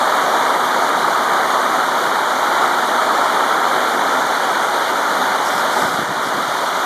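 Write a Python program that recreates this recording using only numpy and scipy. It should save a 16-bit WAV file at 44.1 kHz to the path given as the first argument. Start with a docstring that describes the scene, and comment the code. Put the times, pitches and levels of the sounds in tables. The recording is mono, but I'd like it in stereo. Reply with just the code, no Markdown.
"""A roar of hail and rain fills a car park, heard from under a covered walkway.
Countless far impacts merge into the roar; nearer stones clatter and tick on the wet pavement in a hiss
of spray. The roar and clatter swell and ease together. Near the end a car swishes past and a gust
buffets the microphone's two openings (its ports), so the gain control turns the sound down briefly.
"""
import sys
import numpy as np
from scipy import signal
from scipy.fft import rfft, irfft, next_fast_len
from scipy.io import wavfile
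from scipy.ndimage import uniform_filter1d

SR = 44100
rng = np.random.default_rng(int(sys.argv[2]) if len(sys.argv) > 2 else 0)


def bounce(signal):
    """Save signal as a 16-bit WAV file at the path given by the first command-line argument."""
    frames = np.transpose(np.atleast_2d(signal))
    limited = np.clip(frames, -1, 1)
    pcm = np.round(limited * 32767).astype(np.int16)
    wavfile.write(sys.argv[1], SR, pcm)


N = 302085
TIME = np.arange(N) / SR


# The tone of the far roar. Each row: frequency in Hz, relative level in dB.
ROAR_TONE = [(40, -54), (100, -27), (160, -17), (250, -11), (470, -5), (700, -2), (880, 0), (1050, -5),
             (1250, -10), (2500, -39.5)]
# Where the walkway rings. Each row: frequency in Hz, width in Hz, boost in dB.
WALKWAY_RESONANCES = [(252.8, 26, 5), (372.6, 19, 5), (637, 56, 2.5), (754, 28, 3), (954, 87, 4)]

def roar(level_db=-19.0):
    """Far hail and rain merge into a roar; the walkway boosts a few pitches."""
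    def tone_db(hz):
        boost = sum(db / (1 + (2 * (hz - f) / width) ** 2) for f, width, db in WALKWAY_RESONANCES)
        return at_pitch(ROAR_TONE, hz) + boost
    swell = rain_swell(share=0.87, sheets_db=0.27)
    return gain_of(level_db) * swell * port_pair(wash(patch_db=0.5, flicker_db=0.16), tone_db)


# The tone of the clatter. Each row: frequency in Hz, relative level in dB.
CLATTER_TONE = [(60, -65), (400, -36), (900, -11), (1100, -3), (1270, -2), (1460, -3.5), (1650, -7),
                (2250, -9.5), (2700, -19.5), (5000, -48)]
# A broad ring that wanders through the clatter. Each row: time in seconds, pitch in Hz.
RING_PITCH = [(0, 1210), (.8, 1250), (1.3, 1200), (2.0, 1360), (2.7, 1390), (3.1, 1290), (3.7, 1350),
              (5.2, 1400), (6.85, 1370)]

def clatter(level_db=-19.0, knocks_db=-5, ring_db=-6.0):
    """Hailstones knock on pavement and cars, so thickly that few stand out."""
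    knocks = stones(per_s=1800, spread_db=1.56, low_hz=804.0, high_hz=2399, decay_cycles=4.5)
    hail = wash(patch_db=0.5, flicker_db=0.7) + gain_of(knocks_db) * knocks
    hail += gain_of(ring_db) * resonate(hail, over_time(RING_PITCH), width_hz=160)
    swell = rain_swell(share=0.81, sheets_db=0.35)
    return gain_of(level_db) * swell * port_pair(hail, lambda hz: at_pitch(CLATTER_TONE, hz))


# The tone of the spray. Each row: frequency in Hz, relative level in dB.
SPRAY_TONE = [(60, -65), (300, -36), (1500, -0.5), (2800, -1), (3500, 0), (4000, -3.5), (4400, -5),
              (4900, -8.5), (6500, -9), (8000, -12.5), (10000, -13.5), (14000, -15.5)]
# Small rises and dips in its hiss. Each row: time in seconds, level change in dB.
HISS_SWELL = [(0, 0.8), (.5, 0.3), (1.3, 0), (2.2, -0.1), (2.7, 0.35), (4.3, -0.05), (5, .5), (5.55, 0.5),
              (5.8, 0.4), (5.97, 1), (6.04, -.5), (6.2, -1.2), (6.5, 0.3), (6.85, -0.2)]

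def spray(level_db=-25.0, ticks_db=-8):
    """Rain hisses on the flooded pavement and ice ticks through it."""
    ticks = stones(per_s=2400, spread_db=1.5, low_hz=2394, high_hz=9070, decay_cycles=7.1)
    hiss = wash(patch_db=1.2, flicker_db=0.4) + gain_of(ticks_db) * ticks
    swell = gain_of(over_time(HISS_SWELL)) * rain_swell(share=0.12, sheets_db=0.05)
    return gain_of(level_db) * swell * port_pair(hiss, lambda hz: at_pitch(SPRAY_TONE, hz))


# Moments when the hiss narrows. Each row: start in seconds, end in seconds.
NARROW_MOMENTS = [(5.45, 5.605), (5.715, 5.96), (6.22, 6.295)]

def narrowed(pair, above_hz=4630, fade_s=0.023):
    """The top of the hiss draws in to the centre and opens out again, keeping its power."""
    depth = sum(np.clip(np.minimum(TIME - start, end - TIME) / fade_s + .5, 0, 1)
                for start, end in NARROW_MOMENTS)
    side = filtered((pair[0] - pair[1]) / 2, lambda hz: hz > above_hz)
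    angle = np.pi / 2 * depth
    return pair + side * (np.sin(angle) + np.array([[1], [-1]]) * (np.cos(angle) - 1))


# How loud the roar and clatter are: they swell and ease, then dip sharply during the gust.
# Each row: time in seconds, relative level in dB.
RAIN_LOUDNESS = [(0, 0), (.22, 1.9), (.5, 0.6), (.59, -0.5), (.73, 1), (1.7, 0.5), (1.92, -1.5),
                 (2.03, 0.8), (2.25, -1), (2.67, 2), (2.85, -0.3), (3.12, 0.9), (3.5, 0.5), (3.9, 0),
                 (4.03, 1.2), (4.3, -1.4), (4.5, 0.2), (5.04, -1.7), (5.11, 1), (5.18, -.5), (5.26, 0),
                 (5.4, -2), (5.7, -0.5), (5.872, 1), (5.896, -2.5), (5.98, -1.5), (6.18, -3.5), (6.34, -2),
                 (6.45, -4.5), (6.54, -1.8), (6.72, -3), (6.85, -2)]

def rain_swell(share, sheets_db):
    """A gain that follows a share of the loudness curve and surges as sheets of hail sweep past."""
    return gain_of(share * over_time(RAIN_LOUDNESS) + sheets_db * waver(slow_hz=2.5, fast_hz=9))


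def stones(per_s, spread_db, low_hz, high_hz, decay_cycles, pitches=32):
    """Random hits, most small and a few large, each ringing briefly; gives port sum and difference."""
    t, hits = np.arange(1024) / SR, np.zeros((2, N))
    for hz in np.geomspace(low_hz, high_hz, pitches):
        when, size, direction = rng.random((4000, 3))[:int(per_s * N / SR / pitches)].T
        strength = gain_of(spread_db * np.minimum(-np.log(size + 1e-9), 4.5))
        sideways = np.sqrt(2) * np.cos(np.pi * direction)
        blows = np.zeros((2, N))
        blows[:, (when * (N - 1)).astype(int)] = [strength, strength * sideways]
        ring = np.sin(2 * np.pi * hz * t) * np.exp(-t * hz / decay_cycles)
        hits += signal.oaconvolve(blows, hz * ring[None], axes=1)[:, :N]
    return normalized(hits)


def wash(patch_db, flicker_db):
    """Two unrelated noises that share drifting loud patches and the flicker of falling sheets."""
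    frames, bands = N // 256 + 6, 513
    real, imag = rng.standard_normal((2, 2, frames, bands))
    drift = uniform_filter1d(rng.standard_normal((frames, bands)), size=12, axis=0)
    patches = normalized(uniform_filter1d(drift, size=14, axis=1))
    flicker = normalized(uniform_filter1d(rng.standard_normal((frames, 1)), size=7, axis=0))
    spectra = (real + 1j * imag) * gain_of(patch_db * patches + flicker_db * flicker)
    _, noise = signal.istft(spectra.transpose(0, 2, 1), nperseg=1024, noverlap=768)
    return normalized(noise[:, :N])


# The tone of wet tyres. Each row: frequency in Hz, relative level in dB.
TYRE_TONE = [(50, -35), (110, -12), (190, -1.5), (290, -3), (700, -16), (1500, -4), (2050, 3.5),
             (2600, -10), (4000, -20), (12000, -36)]

def car(level_db=-30, nearest_s=5.6, half_power_s=.7):
    """Tyres rumble and swish slowly past through the water, loudest when the car is nearest."""
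    nearness = 1 / np.hypot(1, (TIME - nearest_s) / half_power_s)
    swish = port_pair(wash(patch_db=0.8, flicker_db=1.0), lambda hz: at_pitch(TYRE_TONE, hz))
    return gain_of(level_db) * nearness * swish


# Swirls of air that hit the ports. Each row: peak time in seconds, level in dB, half-length in seconds.
EDDIES = [(5.838, -18, 0.017), (5.896, -20, .02), (5.944, -19, .011), (5.99, -15, 0.0097),
          (6.025, -17.5, 0.017), (6.102, -18, 0.021), (6.177, -24.5, 0.02), (6.276, -21, .011),
          (6.372, -18.5, 0.02), (6.423, -20, 0.011), (6.49, -23, 0.014)]
# The tone of a swirl. Each row: frequency in Hz, relative level in dB.
EDDY_TONE = [(20, -32), (45, -33), (100, -2), (180, 0.5), (290, -1.5), (450, -9), (800, -25), (2000, -52)]

def gust():
    """Swirls hit each port separately; the ports' cross-feed makes left and right move opposite ways."""
    power = sum(gain_of(db) ** 2 * bell(TIME - peak, length) for peak, db, length in EDDIES)
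    noise = rng.standard_normal((2, N))
    flutter = port_pair(noise, lambda hz: at_pitch(EDDY_TONE, hz), width=None, lean=0)
    return np.sqrt(power) * flutter + np.array([thumps(TIME), -thumps(TIME - PORT_DELAY_S)])


# The hardest swirls. Each row: peak time in seconds, level in dB, pitch in Hz, half-length in seconds.
AIR_THUMPS = [(5.832, -12.5, 170, .011), (5.854, -13, 140, .005), (5.944, -19, 200, .003),
              (5.993, -5, 220, .0026), (6.027, -18, 150, .011), (6.082, -20, 160, .006),
              (6.112, -16, 190, .004), (6.274, -19, 330, .0015), (6.386, -15, 270, .004),
              (6.421, -20, 200, .003)]

def thumps(t):
    """Short kicks of air pressure land on a port."""
    return sum(gain_of(db) * np.cos(2 * np.pi * hz * (t - peak)) * bell(t - peak, length)
               for peak, db, hz, length in AIR_THUMPS)


# How hard the draught blows. Each row: time in seconds, level in dB.
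DRAUGHT_LEVEL = [(0, -60), (.85, -65), (1.3, -60), (2.3, -64), (2.8, -56), (3.6, -69), (4.5, -69),
                 (5.25, -68), (5.45, -48), (5.56, -62), (5.79, -65), (5.85, -44), (5.95, -54), (6.14, -54),
                 (6.28, -64), (6.45, -59), (6.62, -61), (6.85, -59)]
# Its tone. Each row: frequency in Hz, relative level in dB.
DRAUGHT_TONE = [(15, -10), (40, -4), (70, 2), (120, -4), (300, -24), (1000, -60)]
# How much it differs between the ports. Each row: frequency in Hz, difference over sum in dB.
DRAUGHT_SPREAD = [(30, -12), (120, -3)]

def draught(waver_db=4):
    """Moving air rumbles unevenly on the ports, faint until the gust arrives."""
    noise = rng.standard_normal((2, N))
    air = port_pair(noise, lambda hz: at_pitch(DRAUGHT_TONE, hz), width=DRAUGHT_SPREAD, lean=0)
    return gain_of(over_time(DRAUGHT_LEVEL) + waver_db * waver(slow_hz=2.5, fast_hz=12)) * air


# How much the rain differs between the ports. 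Each row: frequency in Hz, difference over sum in dB.
RAIN_SPREAD = [(60, -18), (120, -19), (170, -19.5), (260, -16.5), (480, -9.5), (800, -9), (1100, -4),
               (1600, 1.5), (2000, 1), (2500, -2), (3200, -2.5), (4000, 0), (5200, -2.5), (9000, -3),
               (14000, -2.5)]
# How much of each port is delayed and taken from the other. Each row: frequency in Hz, share from 0 to 1.
PORT_CROSS_FEED = [(100, 0.86), (2000, 1), (2800, 1), (3900, 0.62), (5000, 0.4), (14000, 0.32)]
# The rain's pull to the right. Each row: frequency in Hz, signed share of the sum put in the difference.
SIDEWAYS_LEAN = [(80, .2), (280, .55), (450, .25), (1200, .22), (1400, -.2), (1800, -.15), (2300, .33),
                 (2700, -0.14), (3600, .38), (4200, -.3), (4600, -.28), (5300, 0)]
PORT_DELAY_S = 16.8 / SR

def port_pair(sound, tone_db, width=RAIN_SPREAD, lean=1, hollow_hz=2620, hollow_width_hz=105):
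    """Each port minus the delayed other: turns a sum and a difference into left and right."""
    def shares(hz):
        feed = np.clip(at_pitch(PORT_CROSS_FEED, hz), 0, 1) * np.exp(-2j * np.pi * hz * PORT_DELAY_S)
        # A narrow hollow in the centre of the sound near 2.6 kHz.
        hollow = 1 - np.exp(-((hz - hollow_hz) / hollow_width_hz) ** 4)
        spread = gain_of(at_pitch(width, hz)) if width else 1
        weights = np.array([abs(1 - feed) * hollow, abs(1 + feed) * spread])
        return weights / np.linalg.norm(weights, axis=0) * gain_of(tone_db(hz))
    total, difference = sound
    late = filtered(total, lambda hz: -1j * lean * at_pitch(SIDEWAYS_LEAN, hz))  # a quarter cycle late
    mid, side = filtered(np.array([total, difference + late]), shares)
    return normalized(np.array([mid + side, mid - side]))


def resonate(x, hz, width_hz):
    """Picks out a band of x that follows the moving pitch hz."""
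    spin = np.exp(2j * np.pi * np.cumsum(hz) / SR)
    decay = np.exp(-np.pi * width_hz / SR)
    return 2 * (spin * signal.lfilter([1 - decay], [1, -decay], x / spin)).real


def waver(slow_hz, fast_hz):
    """A slow random wobble of average power 1."""
    rates = np.geomspace(slow_hz, fast_hz, 16)
    return normalized(sum(np.sin(2 * np.pi * (hz * TIME + rng.random())) for hz in rates))


def filtered(x, gain):
    """Scales each frequency in x by gain(hz)."""
    size = next_fast_len(N + 4096)
    return irfft(rfft(x, size) * gain(np.fft.rfftfreq(size, 1 / SR)), size)[..., :N]


def bell(t, half_length):
    """A smooth bump that peaks at t = 0."""
    return np.exp(-(t / half_length) ** 2)


def over_time(points):
    """Reads a time table at every sample."""
    return np.interp(TIME, *np.transpose(points))


def at_pitch(points, hz):
    """Reads a frequency table at hz, on a log scale."""
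    frequencies, values = np.transpose(points)
    return np.interp(np.log(hz + 1), np.log(frequencies + 1), values)


def gain_of(db):
    """Turns decibels into a multiplier."""
    return 10 ** (np.asarray(db) / 20)


def normalized(x):
    """Scales x to an average power of 1."""
    return x / np.sqrt(np.mean(x ** 2) + 1e-20)


def scene(right_louder_db=.5):
    """The downpour, the car and the wind, a touch louder on the right."""
    mix = roar() + clatter() + narrowed(spray()) + car() + draught() + gust()
    return mix * gain_of([[-right_louder_db / 2], [right_louder_db / 2]])


def record(dry, bass_hz=150, threshold_db=-34.5, duck_share=0.29, lag_s=0.13, top_hz=14050):
    """Gain control turns everything down while wind loads the bass; the highest treble is cut off."""
    bass = filtered(dry, lambda hz: 1 / (1 + (hz / bass_hz) ** 8))
    bass_power = uniform_filter1d((bass ** 2).mean(0), size=1024)
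    excess_db = np.maximum(10 * np.log10(abs(bass_power) + 1e-12) - threshold_db, 0)
    decay = np.exp(-1 / (lag_s * SR))
    lagged_db = signal.lfilter([1 - decay], [1, -decay], excess_db)
    ducked = dry * gain_of(-duck_share * lagged_db)
    treble_cut = signal.firwin(1023, top_hz, window=("kaiser", 9), fs=SR)
    return signal.oaconvolve(ducked, treble_cut[None], "same")


dry = scene()
out = record(dry)
bounce(out)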